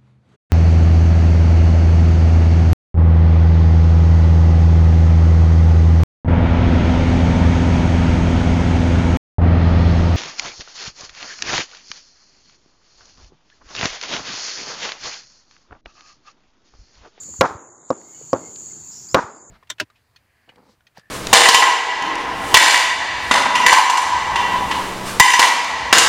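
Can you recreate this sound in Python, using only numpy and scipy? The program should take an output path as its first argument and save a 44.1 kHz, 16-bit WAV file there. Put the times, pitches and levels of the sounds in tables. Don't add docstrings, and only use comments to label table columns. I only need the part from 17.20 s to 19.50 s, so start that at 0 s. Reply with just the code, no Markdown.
import sys
import numpy as np
from scipy import signal
from scipy.fft import rfft, irfft
from scipy.io import wavfile
from scipy.ndimage import uniform_filter1d

SR = 44100
rng = np.random.default_rng(int(sys.argv[2]) if len(sys.argv) > 2 else 0)


def voltage_ratio(level):
    return 10 ** (np.asarray(level, float) / 20)


def to_wav(s):
    ch = np.atleast_2d(s).T
    pcm = np.round(np.clip(ch, -1, 1) * 32767)
    wavfile.write(sys.argv[1], SR, pcm.astype(np.int16))


N = 101430

# start in seconds, force in dB, hardness 0-1, echo level in dB, gain dip in dB.
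BLOWS = [
    (0.2098, 22.5, 0.93, -1.5, -13.5),
    (0.7036, 5, 0.6, -21, -0.5),
    (1.1308, 1.5, 0.58, -20, -2),
    (1.9448, 18, 0.96, -2.5, -13),
]
DENSE_S = [.053, .028, .034, .053]
# frequency in Hz, level in dB for a soft blow, level in dB for a hard blow, T60 in seconds.
STALK_MODES = [(110, -35.5, -12, 0.0454), (189, -20.5, -9, 0.061), (281, 14, -14, 0.061),
               (393, -8.5, -7, 0.094), (521.1, 9, 3, 0.048), (648.5, -8.5, -3.5, 0.05),
               (843, -50.5, 4, 0.014), (1043, -16, -3, 0.044), (1231, -21.5, -7, 0.048),
               (1113.2, -4.5, -1.5, 0.048), (1385, -41.5, -7, 0.12), (1678, -49, -11.5, .025),
               (2357, -45, -5.5, 0.01), (3874, -57.5, -3.5, 0.013), ]
# frequency in Hz, gain in dB.
ECHO_SOFT_DB = [(47, -44), (80, -5.5), (258, 11), (501, 0.5), (1190, -19.5), (1610, -38.5), (3500, -48.5),
                (4550, -90), (7700, -120)]
ECHO_HARD_DB = [(47, -61), (80, -22), (332, -6.5), (587, -8), (1060, -3), (1380, -6), (2970, -35.5),
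                (6530, -26), (15000, -82)]
# frequency in Hz, T60 in seconds.
WOOD_T60_S = [(100, 0.17), (300, 0.75), (1000, 0.45), (2500, 0.35), (6000, 0.22), (12000, .4)]
# start in seconds, level in dB, frequency in Hz, length in cycles.
BUMPS = [(.035, -33, 4160, 2.1), (0.086, -41.5, 530, 6), (0.141, -34, 1120, 1.9), (0.101, -44.5, 78, 4.6),
         (0.192, -21, 62, 2), (0.302, -24, 84, 1.5), (0.349, -14, 98, 1.14), (0.816, -36, 1976, 2.5),
         (1.013, -29.5, 448, 2.36), (1.36, -25.5, 4560, 4.1), (1.363, -38.5, 2750, 2.4),
         (1.926, -38, 118, 3.3), (1.96, -24, 50.6, 2.2), (2.038, -19, 110, 1.2)]
# start in seconds, length in seconds.
LEAVES = [(.01, .04), (.155, .06), (.23, .13), (.86, .06), (.97, .03), (1.36, .12), (1.96, .13)]
LEAF_DB = [-54.5, -62.5, -48, -61, -85, -59.5, -51.5]
# start and length in seconds, start, end and band width in Hz.
BUZZES = [
    (1.71, .18, 5100, 6300, 900),
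    (1.885, .065, 4600, 5600, 350),
    (1.71, .17, 5000, 5500, 800),
    (.74, .85, 3400, 3100, 1400),
    (1.98, .31, 5200, 4800, 900),
]
BUZZ_DB = [-44.5, -43, -49.5, -67, -54.5]
# start and length in seconds, start and end frequency in Hz.
WHISTLES = [(.83, .24, 2080, 2300), (.9, .14, 1800, 2050), (1.19, .13, 2120, 2130), (1.5, .03, 2120, 2120),
            (.92, .13, 2950, 2980), (.8, .25, 3400, 3300)]
WHISTLE_DB = [-61.5, -65, -56.5, -60.5, -62, -80]
# centre in Hz, width in Hz, level in dB rms, clicks per second.
INSECTS = [(7097, 890, -38.5, 500), (6859, 1000, -40, 560), (4530, 330, -61, 2700),
           (14320, 1300, -58, 4800), (10320, 950, -73.5, 3300), (9180, 560, -85.5, 2960)]
# frequency in Hz, density in dB per Hz.
AIR_SPECTRUM = [(24, -50.5), (40, -23.5), (157, -3.5), (205, -13), (358, -12), (600, -27.5), (738, -19),
                (3140, -31.5), (5600, -23), (7280, -52.5), (12300, -120)]
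# frequency in Hz, margin to the usual level in dB.
GATE_DB = [(1300, -30), (2200, -8), (4200, -8), (4700, -9.5), (5800, -9), (6300, -30), (7700, -30),
           (8300, -6), (11500, -4), (14000, -6)]

CONTACT_S, LIFT_DB, RISE_S = 0.0102, -13, 0.0015
BOUNCE_S, BOUNCE_DB = 0.0072, -6
TICK_DB, TICK_S, TICK_HZ, TICK_WIDTH_HZ = -20.5, 0.0032, 5180, 3000
STEP_DB, STEP_TOP_HZ, TREBLE_DB = -11.5, 2320, -4
LATE_DB, LATE_SLOWER = -30.5, 9
BASS_HZ, BASS_HOLD = 750, 0.22
AIR_DB = -51.5
DIP_S, DIP_HOLD_S, RECOVER_DB_PER_S = 0.006, 0.2, 16.5
CEILING, CEILING_SAG = 0.66, 0.3
MIC_BOTTOM_HZ, MIC_TOP_HZ = 60, 8600


def evened(x):
    return x / np.sqrt(np.mean(x ** 2) + 1e-20)


def read(points, hz):
    f, value = np.transpose(points)
    return np.interp(np.log(hz + 1), np.log(f + 1), value)


def add(mix, start_s, sound):
    part = mix[round(start_s * SR):][:len(sound)]
    part += sound[:len(part)]


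def resonate(x, hz, width_hz):
    turn = np.exp(2j * np.pi * np.cumsum(hz * np.ones(len(x))) / SR)
    r = np.exp(-np.pi * width_hz / SR)
    smooth = signal.lfilter([(1 - r) ** 2], [1, -2 * r, r * r], x / turn)
    return 2 * (turn * smooth).real


def coloured(x, gain_db):
    return irfft(rfft(x) * voltage_ratio(gain_db(np.fft.rfftfreq(len(x), 1 / SR))), len(x))


def tick(hard, t):
    noise = rng.standard_normal(len(t))
    for _ in range(2):
        noise = resonate(noise, TICK_HZ, TICK_WIDTH_HZ)
    return voltage_ratio(TICK_DB - 6 * hard) * np.exp(-t / TICK_S) * np.minimum(t * 3000, 1) * evened(noise)


def knock(hard):
    t = np.arange(6000) / SR
    ring = np.zeros(len(t))
    for hz, soft_db, hard_db, t60_s in STALK_MODES:
        mode_db = soft_db + (hard_db - soft_db) * hard - 60 * t / t60_s
        ring -= voltage_ratio(mode_db) * np.sin(2 * np.pi * hz * t)
    ring = ring * np.minimum(t / RISE_S, 1) / 2
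    out = ring + tick(hard, t)
    dull_ring = signal.lfilter([0.12], [1, -0.88], ring)
    add(out, BOUNCE_S, voltage_ratio(BOUNCE_DB) * dull_ring)
    return out * voltage_ratio(LIFT_DB * np.clip((t - CONTACT_S) * 500, 0, 1))


def echoes(hard, dense_s, echo_db):
    patches = voltage_ratio(rng.standard_normal(SR // 100 + 1)).repeat(100)[:SR]
    taps = rng.standard_normal(SR) * patches
    taps = evened(coloured(taps, lambda hz: read(ECHO_HARD_DB, hz) * hard + read(ECHO_SOFT_DB, hz) * (1 - hard)))

    hz, t, z = signal.stft(taps, SR, nperseg=256)
    hold_s = dense_s * np.where(hz < BASS_HZ, 1 - hard * (1 - BASS_HOLD), 1)[:, None]
    fall_db = -60 * np.maximum(t - hold_s, 0) / read(WOOD_T60_S, hz)[:, None]
    decay = voltage_ratio(fall_db) + voltage_ratio(LATE_DB + fall_db / LATE_SLOWER)
    tail = signal.istft(z * decay, SR, nperseg=256)[1][:SR]

    t = np.arange(SR) / SR
    low = signal.filtfilt(*signal.butter(3, STEP_TOP_HZ, fs=SR), tail)
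    stepped = low * voltage_ratio(STEP_DB * np.clip((t - dense_s) * 500, 0, 1)) + (tail - low) * voltage_ratio(TREBLE_DB)
    fade_in = np.clip((t - 0.006) / 0.0076, 0, 1)
    fade_out = np.minimum((1 - t) / 0.33, 1)
    return stepped * voltage_ratio(echo_db) * fade_in * fade_out


def bump(db, hz, cycles):
    t = np.arange(0, 2.5 * cycles / hz, 1 / SR)
    swell = np.sin(np.pi * (t / t[-1]) ** 0.2) ** 2
    return voltage_ratio(db) * np.sin(2 * np.pi * hz * t) * swell


def slide(length_s, db, start_hz, end_hz, width_hz, bend):
    u = np.linspace(0, 1, round(length_s * SR))
    hz = start_hz + (end_hz - start_hz) * u ** bend
    tone = resonate(rng.standard_normal(len(u)), hz, width_hz)
    return voltage_ratio(db) * evened(tone) * np.sin(np.pi * u ** 0.7) ** 0.5


def leaf_rustle(length_s, db):
    return slide(length_s, db, 10000, 10500, width_hz=13000, bend=0.57)


def buzz(length_s, db, start_hz, end_hz, width_hz):
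    return slide(length_s, db, start_hz, end_hz, width_hz, bend=0.5)


def whistle(length_s, db, start_hz, end_hz):
    return slide(length_s, db, start_hz, end_hz, width_hz=70, bend=0.9)


def insects():
    out = np.zeros(N)
    for hz, width_hz, db, clicks_per_s in INSECTS:
        clicks = (rng.random(N) < clicks_per_s / SR) * rng.standard_normal(N)
        clicks = clicks + 0.36 * rng.standard_normal(N)
        swell = evened(np.interp(np.arange(N), np.linspace(0, N, 24), rng.standard_normal(24)))
        song = resonate(resonate(clicks, hz, 2 * width_hz), hz, width_hz)
        out += voltage_ratio(db + 1.57 * swell) * evened(song)
    return out


def air():
    real, imag, patches = rng.standard_normal((N // 256 + 5, 513, 3)).T
    patches = evened(uniform_filter1d(uniform_filter1d(patches, 8, 0), 12, 1))
    hz = np.fft.rfftfreq(1024, 1 / SR)
    spectrum_db = read(AIR_SPECTRUM, hz) - 40 * (hz > 6000)
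    z = (real + 1j * imag) * voltage_ratio(spectrum_db)[:, None] * voltage_ratio(2 * patches)
    return voltage_ratio(AIR_DB) * evened(signal.istft(z, nperseg=1024, noverlap=768)[1][:N])


def scene():
    mix = insects() + air()
    for (start_s, force_db, hard, echo_db, _), dense_s in zip(BLOWS, DENSE_S):
        add(mix, start_s, voltage_ratio(force_db) * knock(hard))
        add(mix, start_s, echoes(hard, dense_s, echo_db))
    for start_s, db, hz, cycles in BUMPS:
        add(mix, start_s, bump(db, hz, cycles))
    for (start_s, length_s), db in zip(LEAVES, LEAF_DB):
        add(mix, start_s, leaf_rustle(length_s, db))
    for (start_s, length_s, *band_hz), db in zip(BUZZES, BUZZ_DB):
        add(mix, start_s, buzz(length_s, db, *band_hz))
    for (start_s, length_s, *ends_hz), db in zip(WHISTLES, WHISTLE_DB):
        add(mix, start_s, whistle(length_s, db, *ends_hz))
    return mix[None]


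def gain_dips_db():
    total_db = np.zeros(N)
    for start_s, *_, dip_db in BLOWS:
        t = np.maximum(np.arange(N) / SR - start_s, 0)
        fall_db = dip_db * (1 - np.exp(-t / DIP_S))
        recovery_db = RECOVER_DB_PER_S * np.maximum(t - DIP_HOLD_S, 0)
        total_db += np.minimum(fall_db + recovery_db, 0)
    return total_db


def overload(x, dip_db):
    recent_db = uniform_filter1d(dip_db, size=9000, origin=4499)
    top = CEILING * voltage_ratio(CEILING_SAG * (dip_db - recent_db))
    return top * np.tanh((abs(x) / top) ** 4) ** (1 / 4) * np.sign(x)


def noise_gate(x):
    hz, t, z = signal.stft(x, SR, nperseg=512, noverlap=384)
    power = uniform_filter1d(uniform_filter1d(abs(z) ** 2, size=9, axis=0), size=15, axis=1)
    level_db = 10 * np.log10(abs(power) + 1e-16)
    usual_db = np.percentile(level_db, 65, axis=1)[:, None]
    above_db = level_db - usual_db - read(GATE_DB, hz)[:, None]
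    gain = voltage_ratio(np.clip(10 * above_db, -40, 0))
    return signal.istft(z * gain, SR, nperseg=512, noverlap=384)[1][:N]


def roll_off(x):
    return signal.sosfilt(signal.butter(12, 16270, fs=SR, output="sos"), x)


def record(dry):
    dip_db = gain_dips_db()
    x = overload(dry[0] * voltage_ratio(dip_db), dip_db)
    x = signal.lfilter(*signal.butter(1, MIC_TOP_HZ, fs=SR), x)
    x = signal.sosfilt(signal.butter(3, MIC_BOTTOM_HZ, "high", fs=SR, output="sos"), x)
    return roll_off(noise_gate(x)[None])


dry = scene()
out = record(dry)
to_wav(out)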